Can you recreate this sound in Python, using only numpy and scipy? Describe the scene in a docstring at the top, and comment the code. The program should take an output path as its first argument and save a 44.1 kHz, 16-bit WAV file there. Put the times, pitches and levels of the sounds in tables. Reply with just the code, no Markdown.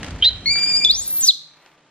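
"""Indoors, close on a baby monkey being dressed. Rumble, a murky drone, soft hiss and faint hum lie
underneath from the start while cloth ticks and rubs. A short rasping chirp comes first, then a thin whine
that breaks into a squeal, sweeps up to a very high whistle and plunges back; rumble, drone and hiss drop
away as it ends, and a faint, dull, distant swell follows. Voices are summed partials on moving pitches;
cloth, air and swell are shaped noise; hard walls ring a little, heard by two microphone ports."""
import sys
import numpy as np
from scipy import signal
from scipy.fft import rfft, irfft
from scipy.io import wavfile

SR = 44100
rng = np.random.default_rng(int(sys.argv[2]) if len(sys.argv) > 2 else 0)


def bounce(signal):
    """Save signal as a 16-bit WAV file at the path given by the first command-line argument."""
    frames = np.transpose(np.atleast_2d(signal))
    limited = np.clip(frames, -1, 1)
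    pcm = np.round(limited * 32767).astype(np.int16)
    wavfile.write(sys.argv[1], SR, pcm)


N = 83790
T = np.arange(N) / SR  # time of each sample, s
BIN_HZ = np.arange(N // 2 + 1) * SR / N

# Background levels before trim: t/s, rumble level/dB, murk level/dB, hiss level/dB
BACKGROUND_LEVELS = [(0.0, -26, -40, -39), (0.042, -30, -36, -40.5), (0.184, -28, -40, -43.5),
                     (0.254, -39.5, -44.5, -42), (0.39, -33.5, -44.5, -48), (0.464, -41, -40, -52),
                     (0.512, -35.5, -42, -47), (0.592, -49.5, -43.5, -51), (0.746, -38.5, -42.5, -42),
                     (0.84, -54, -41.5, -47.5), (0.978, -41, -51, -50), (1.158, -61, -50.5, -51),
                     (1.286, -52, -55.5, -52.5), (1.312, -79, -62.5, -68), (1.624, -84, -69, -59),
                     (1.9, -83, -65, -60.5)]
# Relative noise colours of the background layers: f/Hz, level/dB
RUMBLE_COLOUR = [(15, -5), (30, -18), (42, -23), (52, 14.5), (65, 2.5), (105, 2.5), (160, -25.5),
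                 (400, -72)]
MURK_COLOUR = [(60, -35.5), (110, -8.5), (150, 4.5), (200, -2.5), (280, 0), (400, -11), (800, -18.5),
               (2000, -58)]
HISS_COLOUR = [(100, -18), (300, -3), (500, 3), (900, 1.5), (1500, -5), (3000, -6), (7000, -22),
               (11000, -75.5)]
# Steady hum tones: f/Hz, level/dB
HUM_TONES = [(155, -77.5), (310, -71.5), (595, -76.5), (892, -72.5), (1190, -70.5)]

# Nearby surfaces, before the room's colour: list of delays t/s, list of level/dB
ECHO_DELAYS_S = [.0052, .0113, 0.056]
ECHO_LEVELS_DB = [-22.5, -20, -28.5]
# Colour of all the reflections: f/Hz, level/dB
ROOM_COLOUR = [(500, -4), (2400, 7), (4000, 1.5), (7000, 2), (13000, -9), (16000, -11.5)]
# Phase lead of the left microphone port over the right for the squeal: f/Hz, lead/rad
PORT_LEAD = [(500, .25), (2400, 0.34), (3500, 1.55), (4300, 1.91), (6000, 2.11), (7700, 2.53),
             (11500, 3.17), (13200, 3.54), (16000, 10)]

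# Relative colours of the distant swell and of the handled cloth: f/Hz, level/dB
SWELL_COLOUR = [(300, -10), (600, 3), (1000, 5), (1500, 0), (2500, -3), (5000, -17.5), (10000, -25)]
CLOTH_COLOUR = [(200, 4), (800, 4), (1700, 10.5), (4000, 2.5), (8000, -11.5), (10500, -27), (15000, -41.5)]
# Rubbing cloth: t/s, level/dB
RUB_LEVEL = [(0, -51.5), (.04, -44), (.14, -49), (.43, -51), (.54, -52), (.58, -38), (.78, -45), (.95, -57),
             (1.28, -49.5), (1.32, -65.5), (1.55, -63), (1.68, -64.5), (1.9, -65.5)]
# Cloth ticks, peak envelope before halving: t/s, level/dB
CLOTH_TICKS = [(0.031, -21), (0.045, -23.5), (.064, -27), (0.084, -30), (0.107, -27), (0.13, -41.5),
               (.161, -33.5), (0.369, -39), (.404, -48), (.557, -22), (1.569, -51), (1.612, -61),
               (1.661, -39.5)]

# Voice gestures, levels before trim: t/s, pitch f/Hz, level/dB
CHIRP_GESTURE = [(0.224, 3234, -14.5), (0.226, 3095, -9.5), (0.234, 3172, -14.5), (0.236, 3280, -24.5),
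                 (0.24, 3280, -8.5), (0.242, 3235, -44), (0.244, 3630, -11.5), (0.276, 4105, -12),
                 (0.29, 4056, -19.5), (0.296, 3910, -23), (0.298, 4204, -31)]
WHINE_GESTURE = [(0.458, 2121, -19), (0.478, 2233, -15.5), (0.486, 2150, -16), (0.508, 2310, -16),
                 (0.534, 2379, -15.5), (0.55, 2280, -20.5), (0.584, 2345, -17.5), (0.61, 2390, -20.5),
                 (0.638, 2346, -15), (0.668, 2386, -20), (0.696, 2434, -17), (0.738, 2340, -17.5),
                 (0.756, 2350, -13.5), (0.776, 2485, -15), (0.798, 2364, -19.5), (0.834, 2375, -18),
                 (0.846, 2520, -13.5)]
RISE_GESTURE = [(0.848, 3590, -6.5), (0.884, 3370, -20), (0.906, 3805, -7), (0.916, 4460, -11),
                (0.92, 4590, -30), (0.928, 4753, -21.5), (0.942, 4774, -22.5), (0.952, 5587, -21),
                (0.972, 6120, -27.5), (0.992, 6725, -22), (1.002, 6530, -21.5), (1.01, 6960, -29),
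                (1.02, 7320, -23.5), (1.038, 8435, -31.5)]
WHISTLE_GESTURE = [(1.04, 11584, -34), (1.054, 12260, -46.5), (1.066, 12570, -28), (1.074, 12564, -30),
                   (1.084, 11030, -23.5), (1.096, 11270, -28), (1.106, 12520, -23), (1.12, 12470, -22),
                   (1.142, 12680, -25), (1.17, 12730, -20.5), (1.188, 13450, -25.5), (1.208, 11840, -17.5)]
FALL_GESTURE = [(1.206, 7970, -22), (1.212, 7730, -19.5), (1.228, 6497, -23), (1.238, 6132, -12),
                (1.26, 6000, -19.5), (1.264, 5514, -24.5), (1.276, 5162, -17.5), (1.284, 4562, -9),
                (1.289, 4200, -3.5), (1.304, 3670, -11), (1.31, 3270, -18.5)]
# Tiny side notes, one gesture each, before trim: t/s, pitch f/Hz, level/dB
PEEP_GESTURES = [
    [(.214, 2960, -36), (.217, 2950, -24.5)],
    [(1.167, 4100, -39), (1.178, 4250, -32.5), (1.188, 4070, -49)],
]
# Relative partials, fundamental first, before throat colour: level/dB
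CHIRP_PARTIALS = [0, -44]
WHINE_PARTIALS = [-13, -0.5, -10.5, -14.5]
RISE_PARTIALS = [0, -22, -30, -43]
FALL_PARTIALS = [0, -21, -34]
# Throat colour on every partial above the fundamental: f/Hz, level/dB
THROAT_COLOUR = [(7500, -0.5), (9500, -7.5), (11000, -19.5), (12500, 1.5), (13400, 9.5), (14500, -20),
                 (16000, -15)]
# Roughness of the chirp and of the fall: t/s, roughness 0-1
CHIRP_RASP = [(.224, 0.13), (.238, 0.33), (.254, 0.42), (.264, 0.06), (.278, 0.14), (.298, 0.25)]
FALL_RASP = [(1.206, 0.27), (1.24, 0.05), (1.262, 0.4), (1.28, 0.37), (1.288, 0.12), (1.31, 0)]
# Lift of the whine's fundamental, and of its third partial and up: t/s, level/dB
WHINE_BODY = [(.458, 4), (.56, 6), (.62, 2.5), (.7, 0), (.75, -2.5), (.775, -13.5), (.8, -4), (.82, 8),
              (.845, -0.5)]
WHINE_OPENING = [(.458, -20), (.5, -12.5), (.51, -2.5), (.845, -1.5)]
# Air in the strained squeal: t/s, level/dB before trim; then relative colour f/Hz, level/dB
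STRAIN_LEVEL = [(.84, -52.5), (.92, -40), (1.0, -32.5), (1.08, -31), (1.13, -38), (1.2, -34), (1.28, -16),
                (1.31, -57)]
STRAIN_COLOUR = [(1500, -61.5), (2900, -20.5), (3800, -0.5), (6000, -1), (8000, -1), (10300, -3),
                 (12500, -4), (14000, -22.5), (15500, -36)]
# Turbulence around the whistle's pitch: t/s, level/dB
WHISTLE_AIR_LEVEL = [(1.03, -82), (1.06, -34.5), (1.11, -29), (1.14, -26.5), (1.2, -22.5), (1.23, -34),
                     (1.28, -24), (1.3, -64)]
# Cracks of the voice between registers: t/s, level/dB
REGISTER_BREAKS = [(0.848, -16.5), (0.912, -30.5), (1.211, -29.5), (1.261, -33)]


def undb(db):
    """Decibels to gain."""
    return 10 ** (np.asarray(db) / 20)


def curve(rows, axis=1):
    """One column of a timed table, interpolated for every sample."""
    rows = np.array(rows)
    return np.interp(T, rows[:, 0], rows[:, axis])


def spectrum(points):
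    """A table over frequency, interpolated along log frequency for every bin."""
    hz, value = np.array(points).T
    return np.interp(np.log(BIN_HZ + 1), np.log(hz), value)


def noise(colour):
    """Coloured noise of rms 1."""
    x = irfft(rfft(rng.standard_normal(N)) * undb(spectrum(colour)), N)
    return x / x.std()


def wide(colour, side_db):
    """Coloured noise in the middle, with a separate noise of opposite sign on the two sides."""
    return noise(colour) + undb(side_db) * noise(colour) * np.array([[1], [-1]])


def wobble(hz):
    """Random motion of spread 1, fading steeply above a given rate."""
    x = irfft(rfft(rng.standard_normal(N)) / (1 + (BIN_HZ / hz) ** 4), N)
    return x / x.std()


def within(rows):
    """True between the first and last time of a table."""
    return (T > rows[0][0]) * (T < rows[-1][0])


def ports(x, lead, pan_db):
    """Two microphone ports hear one source with different phase and level; positive values favour left."""
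    turn = np.exp(.5j * lead)
    left = irfft(rfft(x) * turn, N) * undb(pan_db / 2)
    right = irfft(rfft(x) / turn, N) * undb(-pan_db / 2)
    return np.array([left, right])


def hum():
    """Faint steady tones whose phases drift slowly."""
    return sum(undb(db) * np.sqrt(2) * np.sin(2 * np.pi * hz * T + 2.7 * wobble(4)) for hz, db in HUM_TONES)


def background():
    """Low rumble, murky drone and soft hiss are shaped noises on moving levels, over the hum."""
    rumble = wide(RUMBLE_COLOUR, side_db=-46.5) * undb(curve(BACKGROUND_LEVELS) - 3.0)
    murk = wide(MURK_COLOUR, side_db=-28) * undb(curve(BACKGROUND_LEVELS, axis=2) - .5)
    hiss = wide(HISS_COLOUR, side_db=-17.5) * undb(curve(BACKGROUND_LEVELS, axis=3) - 1.46)
    return rumble + murk + hiss + hum()


def reverberant_tail():
    """Diffuse noise from the walls, decaying band by band so that the treble fades first."""
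    tail = 0
    for lo, hi in ((300, 5000), (5000, 9000), (9000, 16000)):  # Hz
        bandpass = signal.butter(3, [lo, hi], "band", fs=SR, output="sos")
        band = signal.sosfilt(bandpass, rng.standard_normal(N))
        t60_s = 0.77 / (1.5 + (lo / 11000) ** 2)
        tail = tail + band * undb(-60 * T / t60_s)
    return tail / np.linalg.norm(tail)


def early_reflections():
    """A short dense scatter that starts 3 ms after the direct sound."""
    early = rng.standard_normal(N) * np.exp(-T / 0.018) * (T > .003)
    return early / np.linalg.norm(early)


def room(x):
    """Each channel gets its own tail and scatter, plus shared echoes off nearby surfaces."""
    tail_db, early_db = -19.5, -22  # before the room's colour
    out = []
    for channel in x:
        response = undb(tail_db) * reverberant_tail() + undb(early_db) * early_reflections()
        for delay, db in zip(ECHO_DELAYS_S, ECHO_LEVELS_DB):
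            response = response + undb(db) * np.sinc((T - delay) * SR)
        response = irfft(rfft(response) * undb(spectrum(ROOM_COLOUR)), N)[:SR]  # first second
        out.append(signal.fftconvolve(channel, response)[:N])
    return np.array(out)


def distant_swell():
    """A faint, dull, distant swell after the cry: unsteady noise under a bell-shaped envelope."""
    centre_s, width_s, level_db = 1.66, 0.095, -56
    swell = np.exp(-((T - centre_s) / width_s) ** 2)
    return wide(SWELL_COLOUR, side_db=-33) * undb(level_db + 1.3 * wobble(60.6)) * swell


def cloth():
    """Fabric rubs unevenly and ticks as fingers catch it: wide noise with sudden, decaying peaks."""
    decay_s = 0.0028
    ticks = sum(undb(db) / 2 * (T >= s) * np.exp(-abs(T - s) / decay_s) for s, db in CLOTH_TICKS)
    rub = undb(curve(RUB_LEVEL) + 2.5 * wobble(70))
    # The two sides differ more towards the treble (Hz, dB)
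    side_gain = undb(spectrum([(500, -20), (1500, -16.5), (4000, -2), (8000, 12)]))
    side = irfft(rfft(noise(CLOTH_COLOUR)) * side_gain, N)
    fabric = noise(CLOTH_COLOUR) + side * np.array([[1], [-1]])
    return fabric * (ticks + rub)


def voice(gesture, partials_db, jitter, shimmer, rasp, gain_db, upper_db=0, body_db=0, half=0):
    """A whistle-like voice of partials: pitch and strength flutter, and rasp shakes them faster."""
    edge_s, flutter_hz, rasp_hz = .0012, 170, 700
    fade_in = np.clip((T - gesture[0][0]) / edge_s + .5, 0, 1)
    fade_out = np.clip((gesture[-1][0] - T) / edge_s + .5, 0, 1)
    hz = curve(gesture) * (1 + jitter * wobble(flutter_hz))
    phase = 2 * np.pi * np.cumsum(hz) / SR + rasp * wobble(rasp_hz)
    # Tones at a half and at one and a half times the pitch
    out = half * (np.sin(phase / 2) + .5 * np.sin(phase + phase / 2))
    for k, db in enumerate(partials_db, 1):
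        lift = np.interp(k * hz, *np.array(THROAT_COLOUR).T) if k > 1 else body_db
        level_db = db + lift + upper_db * (k > 2) + 0.46 * k * wobble(57)
        out = out + undb(level_db) * np.sin(k * phase) * (k * hz < SR / 2)
    flutter = np.exp(shimmer * wobble(flutter_hz) - shimmer ** 2)
    shake = flutter * (1 + 0.2 * rasp * wobble(rasp_hz))
    level = undb(curve(gesture, axis=2) + gain_db)
    return np.sqrt(2) * out * fade_in * fade_out * shake * level


def peeps():
    """Two tiny rough notes, one just ahead of the chirp and one during the whistle."""
    return sum(voice(peep, [0], jitter=0.011, shimmer=.2, rasp=0.9, gain_db=-3) for peep in PEEP_GESTURES)


def chirp():
    """A short upward chirp whose rasp swells, clears and partly returns, with half-pitch tones."""
    rasp = curve(CHIRP_RASP)
    return voice(CHIRP_GESTURE, CHIRP_PARTIALS, jitter=.025 * rasp, shimmer=.3 * rasp, rasp=rasp,
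                 gain_db=1.0, half=undb(-19.5) * rasp)


def chirp_and_peeps():
    """Chirp and peeps reach the left port slightly later and weaker than the right."""
    lag_s = .00003
    return ports(chirp() + peeps(), -2 * np.pi * BIN_HZ * lag_s, pan_db=-1.5)


def whistle_air():
    """Turbulence follows the whistle's pitch as a narrow noise band, partly different at each port."""
    phase = 2 * np.pi * np.cumsum(curve(WHISTLE_GESTURE)) / SR

    def band():
        """Two slow noises carried on the whistle's sine and cosine."""
        spread_hz = 600  # to either side of the pitch
        return wobble(spread_hz) * np.sin(phase) + wobble(spread_hz) * np.cos(phase)

    strength = undb(curve(WHISTLE_AIR_LEVEL) + 1.1 * wobble(90)) * within(WHISTLE_AIR_LEVEL)
    shared = ports(band(), spectrum(PORT_LEAD), pan_db=0.5)
    separate = undb(-10) * np.array([band(), band()])
    return strength * (shared + separate)


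def strained_air():
    """Air hisses unsteadily as the squeal strains."""
    level = undb(curve(STRAIN_LEVEL) + 1.3 * wobble(50) - 3.5)
    return noise(STRAIN_COLOUR) * level * within(STRAIN_LEVEL)


def register_cracks():
    """The voice cracks between registers: noise bursts that swell and die within milliseconds."""
    bursts = sum(undb(db) * np.exp(-abs(T - s) / 0.0023) for s, db in REGISTER_BREAKS)
    return noise([(2000, -16), (3500, 11), (6000, 11.5), (9000, -45.5), (15000, -22)]) * bursts


def squeal():
    """One long cry jumps from whine to rise, whistle and fall, with cracks and hissing air."""
    whine = voice(WHINE_GESTURE, WHINE_PARTIALS, jitter=0.0008, shimmer=0.037, rasp=0.0048, gain_db=0.0,
                  upper_db=curve(WHINE_OPENING), body_db=curve(WHINE_BODY))
    rise = voice(RISE_GESTURE, RISE_PARTIALS, jitter=0.0041, shimmer=0.1, rasp=0.051, gain_db=-.5)
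    whistle = voice(WHISTLE_GESTURE, [0], jitter=0.0035, shimmer=0.43, rasp=.15, gain_db=1.5)
    rasp = curve(FALL_RASP)
    fall = voice(FALL_GESTURE, FALL_PARTIALS, jitter=0.032 * rasp, shimmer=0.46 * rasp, rasp=rasp,
                 gain_db=-0.5)
    lead = spectrum(PORT_LEAD)
    leaning_left = ports(whine + rise + register_cracks(), lead, pan_db=1.5)
    near_centre = ports(whistle + fall + strained_air(), lead, pan_db=-0.3)
    return leaning_left + near_centre


def scene():
    """Monkey, cloth and distant swell all ring among the walls, over the background."""
    direct = distant_swell() + cloth() + chirp_and_peeps() + whistle_air() + squeal()
    return background() + room(direct) + direct


def record(dry):
    """The recorder clips at full scale, then cuts steeply above 15.4 kHz."""
    top_cut = signal.ellip(10, .1, 80, 15400, fs=SR, output="sos")
    return signal.sosfilt(top_cut, np.clip(dry, -1, 1))


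dry = scene()
out = record(dry)
bounce(out)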